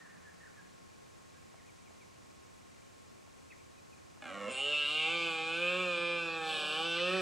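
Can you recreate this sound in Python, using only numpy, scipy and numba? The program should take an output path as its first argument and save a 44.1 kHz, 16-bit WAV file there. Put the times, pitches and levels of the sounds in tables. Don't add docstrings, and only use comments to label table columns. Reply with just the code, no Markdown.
import sys
import numpy as np
from scipy import signal
from scipy.fft import rfft, irfft
from scipy.io import wavfile
from scipy.ndimage import uniform_filter1d
from numba import njit

SR = 44100
rng = np.random.default_rng(int(sys.argv[2]) if len(sys.argv) > 2 else 0)


def output_pcm(signal):
    pcm = np.clip(np.atleast_2d(signal).T, -1, 1) * 32767
    wavfile.write(sys.argv[1], SR, np.round(pcm).astype(np.int16))


N = 317961
TIME = np.arange(N) / SR


def from_db(db):
    return 10 ** (np.asarray(db) / 20)


def unit_power(x):
    return x / np.sqrt(np.mean(x ** 2) + 1e-20)


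def automation(points):
    return np.interp(TIME, *np.transpose(points))


def at_hz(points, hz):
    knots, *columns = np.transpose(points)
    return [np.interp(np.log(hz), np.log(knots), column) for column in columns]


def ramp(start, length):
    return np.clip((TIME - start) / length, 0, 1)


def gesture(start, attack, hold, release):
    return ramp(start, attack) - ramp(start + attack + hold, release)


def drift(rate):
    knots = rng.standard_normal(4096)
    return np.interp(TIME * rate, np.arange(len(knots)), knots)


def band(x, low, high, order=2):
    sos = signal.butter(order, [low, min(high, SR / 2 - 1)], "band", fs=SR, output="sos")
    return signal.sosfilt(sos, x + 1e-18)


def levelled(x, window_s, amount=1):
    x, size = unit_power(x), int(window_s * SR)
    power = np.abs(uniform_filter1d(uniform_filter1d(x * x, size), size))
    return x / (power + 1e-4) ** (amount / 2)


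@njit
def two_pole(x, angle, radius):
    y = np.zeros(len(x))
    for i in range(2, len(x)):
        drive = (1 - radius ** 2) / 2 * (x[i] - x[i - 2])
        y[i] = drive + 2 * radius * np.cos(angle[i]) * y[i - 1] - radius ** 2 * y[i - 2] + 1e-18
    return y


def resonance(x, hz, width):
    return two_pole(x, 2 * np.pi * hz / SR * np.ones(N), np.exp(-np.pi * width / SR))


def body(x, modes, scale=1):
    return sum((-1) ** k * from_db(db) * resonance(x, hz * scale, width)
               for k, (hz, width, db) in enumerate(modes))


def wandering(x, modes, scale, alternate=True):
    out = 0
    for k, (hz, width, db) in enumerate(modes):
        gain = from_db(db + 2.5 * drift(7))
        centre = hz * scale * (1 + .008 * drift(7))
        out = out + (-1) ** (k * alternate) * gain * resonance(x, centre, width)
    return out


# (frequency [Hz], mid density [dB re 1/Hz], side density [dB re 1/Hz])
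HUSH_SPECTRUM = [(25, -102.8, -100), (49, -98.5, -99), (86, -89.5, -85.5), (260, -95, -84.5),
                 (437, -97.5, -87), (1410, -100.5, -97), (2560, -102.8, -106.3), (3700, -105.9, -109.9),
                 (5740, -104.9, -111.9), (7450, -104.6, -112.0), (7900, -109.4, -109.9),
                 (10030, -116.0, -118.1), (13000, -121.6, -123.0), (15500, -124.7, -125.3)]


def hush(flutter_db):
    out, edges = 0, 16 * 2 ** np.arange(0, 10.5, .5)
    white = rng.standard_normal((2, 2, N)) * np.sqrt(SR / 2)
    for k, (low, high) in enumerate(zip(edges, edges[1:])):
        mid, side = band(white[k % 2], low, high, order=3)
        mid_db, side_db = at_hz(HUSH_SPECTRUM, np.sqrt(low * high))
        stereo = from_db(mid_db) * mid + from_db(side_db) * side * [[1], [-1]]
        out = out + from_db(flutter_db * drift(11)) * stereo
    return out


# (centre [Hz], width [Hz], level [dB], throb depth [0-1])
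MOTOR_WHINES = [(87.5, 4.9, -74, 0.1), (1078, 17, -71.5, 0.24), (2378, 140, -78, .95),
                (9420, 830, -80.5, 0.36)]


def camera_motor(throb_hz):
    throb = unit_power(np.abs(np.cos(np.pi * throb_hz * (TIME - .024))) ** 9.2)
    out = 0
    for hz, width, db, depth in MOTOR_WHINES:
        noise = band(rng.standard_normal(N), hz - width / 2, hz + width / 2)
        out = out + from_db(db) * levelled(noise, .02, amount=.8) * (1 + depth * (throb - 1))
    return out


def far_chatter(calls_db, twitter_db, drone_db):
    calls = from_db(calls_db) * unit_power(band(rng.standard_normal(N), 1000, 2000, order=3))
    flicker_db = 3.3 * drift(39.3)
    twitter = from_db(twitter_db + flicker_db) * unit_power(band(rng.standard_normal(N), 1645, 1800))
    drone = from_db(drone_db) * levelled(band(rng.standard_normal(N), 173, 182.3), .086)
    return (calls + twitter + drone) * (1 - ramp(.015, .99))


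# (time [s], length [s], start pitch [Hz], end pitch [Hz], level [dB], warble depth [Hz])
BIRD_CHIRPS = [(0.0, .035, 1810, 1900, -57, 23), (0.026, 0.043, 1830, 1684, -59, 40),
               (.085, 0.055, 1816, 1710, -61, 40), (0.242, 0.063, 1777, 1625, -56.5, 15),
               (.402, .03, 1854, 1760, -58.5, 20), (0.427, 0.026, 1910, 1580, -53.5, 23),
               (0.448, .046, 2007, 1190, -56, 25), (0.561, 0.059, 1790, 1546, -55.5, 20),
               (1.338, .05, 1570, 1680, -66, 50), (1.57, .05, 2260, 1700, -66, 90),
               (1.622, .045, 1610, 2200, -68, 90), (1.672, 0.041, 2580, 2020, -62, 50),
               (1.852, 0.046, 2620, 1880, -62.5, 50), (1.998, .046, 2600, 1930, -61, 50),
               (3.498, 0.0435, 2600, 1830, -53.5, 200), (3.587, 0.034, 2520, 2230, -63, 98),
               (3.772, 0.034, 2540, 2400, -64, 40), (3.916, .036, 2560, 2370, -61.5, 40),
               (6.977, .03, 2092, 1761, -44, 150), (7.12, .03, 2080, 1692, -48, 150),
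               (7.159, 0.032, 2064, 1610, -45, 150)]


def birds():
    out, warble = np.zeros(N), drift(400)
    for start, length, first_hz, last_hz, db, warble_hz in BIRD_CHIRPS:
        at = np.flatnonzero((TIME >= start) & (TIME < start + length))
        progress = np.linspace(0, 1, len(at))
        glide = first_hz + (last_hz - first_hz) * progress ** 1.29
        phase = 2 * np.pi * np.cumsum(glide + warble_hz * warble[at]) / SR
        out[at] += from_db(db) * np.sin(np.pi * progress) * np.sin(phase)
    return out


# (time [s], level [dB])
TWIG_TICKS = [(1.543, -53.5), (1.907, -59), (3.276, -59.5), (4.175, -60)]
# (centre [Hz], width [Hz], gain [dB])
TWIG_MODES = [(670, 190, 13), (1510, 1000, 0)]


def twigs():
    clicks = np.zeros(N)
    for start, db in TWIG_TICKS:
        clicks[int(start * SR)] = from_db(db + 27.5)
    return band(body(clicks, TWIG_MODES), 300, 3000)


def woodland(x, wet_db, t60, low_hz, high_hz):
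    tail = rng.standard_normal((2, SR)) * from_db(-60 * TIME[:SR] / t60)
    tail = band(tail / np.sqrt(np.sum(tail[0] ** 2)), low_hz, high_hz, order=1)
    return x + from_db(wet_db) * signal.fftconvolve(x[None], tail, axes=1)[:, :N]


def scattered(x, wet_db, t60):
    t = TIME[:SR]
    tail = rng.standard_normal(SR) * from_db(-60 * t / t60) * (t > .012)
    tail = band(tail / np.sqrt(np.sum(tail ** 2)), 240, 13500, order=1)
    return x + from_db(wet_db) * signal.fftconvolve(x, tail)[:N]


# (delay [s], gain [dB])
REFLECTIONS = [(.0037, -10), (0.021, -11.5)]


def echoed(x):
    return x + sum(from_db(db) * np.interp(TIME - delay, TIME, x) for delay, db in REFLECTIONS)


GROWL_START_S, AIR_LEAD_S = 4.222, .048
OPEN_S, OPENING_S = 4.47, .07
# (start [s], attack [s], hold [s], release [s])
FRESH = (OPEN_S, .15, .14, .42)
LINGER = (OPEN_S, .14, .11, .041)
NARROW = (5.71, .33, .43, .3)
HOARSE = (6.41, .08, .26, .11)


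def growl_age():
    return np.clip(TIME, GROWL_START_S, OPEN_S + OPENING_S) - GROWL_START_S


# (time [s], pitch [Hz])
BELLOW_PITCH = [(4.55, 130), (4.65, 143), (4.73, 149.2), (4.85, 146), (4.94, 153.7), (5.05, 159.2),
                (5.12, 169), (5.15, 170.2), (5.25, 167.7), (5.31, 163.3), (5.38, 160.8), (5.43, 161.2),
                (5.51, 164.3), (5.62, 174.3), (5.8, 183.5), (5.96, 171.6), (6.13, 172), (6.2, 169.3),
                (6.29, 165), (6.53, 157.1), (6.63, 151.8), (6.72, 154.1), (6.86, 168.2), (6.94, 168.6),
                (7.16, 189.2), (7.21, 184.5)]


def voice_pitch(first_hz=41, rattle_hz=102, speed_up_s=.04):
    rattle = rattle_hz + (first_hz - rattle_hz) * np.exp(-growl_age() / speed_up_s)
    return rattle + (automation(BELLOW_PITCH) - rattle) * ramp(OPEN_S, OPENING_S / 2)


def roughness(in_growl=.48, in_bellow=.12):
    base = in_growl + (in_bellow - in_growl) * ramp(*FRESH[:2])
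    return base - .09 * gesture(*FRESH) + .15 * gesture(*HOARSE)


def vocal_folds(jitter_s, shimmer, waver):
    rough = roughness()
    pitch = voice_pitch() * (1 + waver * rough * drift(70))
    cycles = np.cumsum(pitch * (TIME >= GROWL_START_S)) / SR
    at = np.flatnonzero(np.diff(np.ceil(cycles)) > 0)
    count = np.arange(len(at))
    late, force = rng.standard_normal((1024, 2))[:len(at)].T
    on_beat = at + (count - cycles[at]) * SR / pitch[at]
    when = np.clip(on_beat + late * rough[at] * jitter_s * SR, 0, N - 2)
    limp = .029 * gesture(*HOARSE)[at] * (-1) ** count
    size = np.exp(shimmer * rough[at] * force) * (1 + limp)
    snaps = np.zeros(N)
    snaps[when.astype(int)] += size * (1 - when % 1)
    snaps[when.astype(int) + 1] += size * (when % 1)
    airflow = ramp(GROWL_START_S - AIR_LEAD_S, AIR_LEAD_S) * rough * np.sqrt(pitch / SR)
    puffs = airflow * np.exp(-1.5 * (cycles % 1)) * rng.standard_normal(N)
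    return snaps, puffs


def register(voice, low, high, db, levelling=1):
    return from_db(db + drift(35)) * levelled(band(voice, low, high, order=4), .038, levelling)


# (centre [Hz], width [Hz], gain [dB])
SPIT_MODES = [(7200, 53, -3), (8340, 70, 2), (9540, 150, -3)]


def spit(source, start=4.495, attack=.03, hold=.074, release=.086):
    fall = 1 - .64 * np.clip(TIME - start, 0, attack + hold + release)
    hiss = register(body(source, SPIT_MODES, fall), 5400, 10700, db=-52.5)
    return gesture(start, attack, hold, release) * hiss


# (centre [Hz], width [Hz], gain [dB])
CLEAR_LIP_MODES = [(6650, 126, 1.5), (7680, 420, -1.5), (8080, 440, -4.5), (8650, 500, -5.5),
                   (12800, 1500, -29)]
HOARSE_LIP_MODES = [(6761, 252, -10), (7845, 140, 1.5), (8880, 92, -2.5), (9700, 210, -10),
                    (12000, 2500, -24.5)]
# (time [s], tuning [ratio])
LIP_TUNING = [(4.7, 1.045), (5.0, 1.03), (5.12, 1.0), (5.55, .995), (6.05, 1.025)]
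# (time [s], level [dB])
SIZZLE_FADER = [(4.55, -58), (4.75, -57), (5.0, -56.5), (5.42, -59.5), (5.75, -58), (6.1, -61),
                (6.36, -64.5), (6.5, -55.5), (6.75, -56), (7.05, -60.5), (7.19, -55.5)]


def sizzle(source):
    clear = levelled(wandering(source, CLEAR_LIP_MODES, automation(LIP_TUNING)), .05)
    hoarse = levelled(body(source, HOARSE_LIP_MODES), .05)
    crossfade = ramp(6.21, .25)
    lips = (1 - crossfade) * clear + crossfade * hoarse
    blurred = scattered(echoed(lips), wet_db=-3, t60=.3)
    return register(blurred, 6300, 15000, automation(SIZZLE_FADER))


# (time [s], pitch [Hz])
SECOND_PITCH = [(6.42, 180.3), (6.55, 186.8), (6.65, 192), (6.73, 185.4), (6.86, 200)]
# (harmonic [number], level [dB])
SECOND_PARTIALS = [(1, -57.5), (2, -59), (3, -52.5), (4, -60), (6, -57)]


def second_tone(waver):
    pitch = automation(SECOND_PITCH) * (1 + waver * drift(60))
    phase = 2 * np.pi * np.cumsum(pitch) / SR
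    tone = sum(np.sqrt(2) * from_db(db + 2 * drift(28)) * np.sin(k * phase) for k, db in SECOND_PARTIALS)
    return gesture(start=6.4, attack=.22, hold=.046, release=.2) * tone


# (time [s], centre [Hz])
BLARE_SWEEP = [(4.5, 2660), (4.63, 2876), (4.7, 2800), (4.76, 2715), (4.85, 2817), (4.93, 2805),
               (5.04, 2740), (5.14, 2557), (5.65, 2482), (6.15, 2452), (6.8, 2726), (7.1, 2560)]


def blare_centre():
    return automation(BLARE_SWEEP)


# (start centre [Hz], end centre [Hz], width [Hz], gain [dB])
GROWL_FORMANTS = [(273, 205, 38, 5.5), (620, 510, 27, 12.5), (816, 636, 33, 9.5), (1244, 1048, 39, 9.5),
                  (1486, 1100, 35, 11), (1717, 1300, 43, 12), (2230, 1750, 29, 8.5), (2460, 2160, 79, 6.5),
                  (2910, 2800, 61, 5.5), (3480, 2850, 91, 0), (4150, 3400, 140, -6),
                  (4340, 3950, 230, -10.5), (6200, 5400, 410, -14.5), (7850, 7400, 1600, -15.5)]


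def growl(source, sink_s):
    larynx_height = (1 - ramp(GROWL_START_S, sink_s)) ** 1.48
    modes = [(last + (first - last) * larynx_height, width, db)
             for first, last, width, db in GROWL_FORMANTS]
    voice = echoed(body(source, modes))
    chest = from_db(-55.5 + 59 * growl_age()) * levelled(band(voice, 130, 660, order=3), .078)
    mouth = from_db(-47.5 + 12.5 * growl_age()) * levelled(band(voice, 600, 9500, order=3), .03)
    blare = levelled(band(resonance(voice, blare_centre(), 200), 2720, 3400), .014)
    attack = ramp(GROWL_START_S - AIR_LEAD_S, .062) ** 2
    creep_in = from_db(-45.5) * ramp(4.402, .19)
    return attack * (chest + mouth) + creep_in * blare


# (time [s], level [dB])
BLARE_FADER = [(4.5, -44.5), (4.54, -43.5), (4.59, -37), (4.69, -34), (4.7, -39), (4.74, -31.5),
               (4.94, -36.5), (4.96, -32), (5.42, -40.5), (5.6, -37), (5.67, -32.5), (5.71, -37.5),
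               (6.14, -37.5), (6.46, -45), (6.51, -40), (6.87, -39), (7.06, -36.5), (7.2, -40)]
TREBLE_FADER = [(4.5, -57), (4.64, -46.5), (4.94, -43.5), (5.44, -48.5), (5.72, -45), (5.84, -48.5),
                (5.85, -53), (5.91, -47), (6.1, -48.5), (6.42, -51.5), (6.5, -44), (6.96, -44.5),
                (6.97, -42.5), (7.2, -46)]
RASP_FADER = [(4.52, -62), (4.55, -66), (4.75, -57.5), (5.14, -59.5), (5.19, -54), (5.35, -62),
              (6.33, -58.5), (6.41, -64), (6.45, -56.5), (7.21, -52)]
# (low edge [Hz], high edge [Hz], base level [dB], swell [dB/semitone],
# levelling [0-1], lift while the growl lingers [dB])
LOW_REGISTERS = [(111, 196, -59, 5, 1, 3), (260, 790, -47, 2, 0.27, 5), (975, 2020, -47, 1.5, 0.79, -1.5)]


def with_effort(voice, easy_hz=165, crescendo_db_per_s=.88):
    out = register(voice, 2080, 3300, automation(BLARE_FADER))
    out += register(voice, 3300, 4550, automation(TREBLE_FADER))
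    out += register(voice, 4450, 6200, automation(RASP_FADER))
    semitones = 12 * np.log2(automation(BELLOW_PITCH) / easy_hz)
    push_db = crescendo_db_per_s * (TIME - OPEN_S) + gesture(*HOARSE)
    for low, high, base_db, swell, levelling, lift_db in LOW_REGISTERS:
        db = base_db + push_db + swell * semitones + lift_db * gesture(*LINGER)
        out += register(voice, low, high, db, levelling)
    return out


# (centre [Hz], width [Hz], gain [dB])
BELLOW_RESONANCES = [(185.4, 14, 5.5), (371.4, 37.5, 9), (528.2, 45, 9.5), (708, 75, -5), (798, 12, 15),
                     (1198.7, 49, 12), (1502.5, 24, 14.5), (1747, 27, 4.5), (2075, 59, -3.5),
                     (2467, 165, 3.5), (2740, 44, 8), (2986, 150, 3)]
# (centre [Hz], width [Hz], gain [dB])
MOUTH_FORMANTS = [(3525, 66, -8), (3682, 90, -5), (4133, 100, -12), (4598, 59, -17), (4980, 150, -19.5),
                  (5280, 120, -12), (5670, 69, -17.5)]
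# (time [s], tuning [ratio])
VOWEL_TUNING = [(4.55, 1.02), (4.65, 1.05), (4.8, 1.06), (5.0, 1.01), (5.3, 1.006), (5.7, 1.02),
                (6.05, 1.005), (6.35, 1.02), (6.65, 0.98), (7.15, 1.04)]
# (time [s], centre [Hz])
CAVITY_NOTCH = [(4.6, 1660), (5.1, 1780), (5.7, 2042), (6.05, 2170), (6.5, 2124), (7.0, 2094)]


def bellow(source):
    settling = 1 + .14 * (1 - ramp(4.7, .21))
    lows = [(hz * settling if hz < 600 else hz, width, db)
            for hz, width, db in BELLOW_RESONANCES if hz < 1000]
    mids = [mode for mode in BELLOW_RESONANCES if 1000 <= mode[0] < 1950]
    highs = [mode for mode in BELLOW_RESONANCES if mode[0] >= 1950]
    core = body(source, lows) - wandering(source, mids, automation(VOWEL_TUNING))
    core += wandering(source, highs, .99)

    blare_hz = blare_centre()
    blare_db = 7 + 13 * gesture(*FRESH) + 6 * gesture(*NARROW) - 21.5 * gesture(*HOARSE)
    blare = from_db(blare_db) * resonance(resonance(source, blare_hz, 220), blare_hz, 220)
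    tracking = (blare_hz / np.mean(blare_hz[TIME > OPEN_S])) ** .24
    mouth = wandering(source, MOUTH_FORMANTS, tracking, alternate=False)
    mouth = scattered(band(mouth, 3200, 6500), wet_db=-5, t60=.25)

    voice = core + mouth - blare
    voice -= resonance(voice, automation(CAVITY_NOTCH), 520)
    voice -= .72 * gesture(*NARROW) * resonance(voice, 2872, 460)
    return with_effort(scattered(echoed(voice), wet_db=-10.5, t60=.7))


# (frequency [Hz], left minus right [dB], left phase lead [rad])
STAG_PAN = [(172, -4.5, -0.34), (500, -4, 0.24), (1300, -1.5, 0.15), (2600, -0.7, -.04),
            (4200, -1.5, -0.25), (7260, 3, 0.55), (9100, -2, -1.7), (10000, -4, -.3)]


def stag():
    snaps, puffs = vocal_folds(jitter_s=.00009, shimmer=.28, waver=.0151)
    rattle = growl(snaps + .7 * puffs, sink_s=.23)
    turbulence = 2.4 * from_db(3 * drift(12)) * band(puffs, 2800, 6000)
    source = snaps + 1.3 * puffs + turbulence
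    roar = bellow(source) + sizzle(source + 1.5 * puffs) + second_tone(waver=.007)
    opened = ramp(OPEN_S, OPENING_S) * np.pi / 2
    rattle = scattered(np.cos(opened) * rattle, wet_db=-7.5, t60=.4)
    voice = rattle + np.sin(opened) * roar + spit(source)
    stereo = woodland(voice, wet_db=-16, t60=1.0, low_hz=960, high_hz=8000)
    pan_db, lead = at_hz(STAG_PAN, np.linspace(1, SR / 2, N + 1))
    ears = np.array([[.5], [-.5]])
    pan = from_db(pan_db * ears) * np.exp(1j * lead * ears)
    return irfft(rfft(stereo, 2 * N) * pan)[:, :N]


def scene():
    small = birds() + twigs() + far_chatter(calls_db=-66, twitter_db=-69, drone_db=-70)
    small = woodland(small, wet_db=-5, t60=.55, low_hz=400, high_hz=5000)
    return stag() + small + hush(flutter_db=.1) + camera_motor(throb_hz=25)


def record(dry):
    return signal.sosfilt(signal.ellip(10, .1, 80, 15700, fs=SR, output="sos"), dry)


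dry = scene()
out = record(dry)
output_pcm(out)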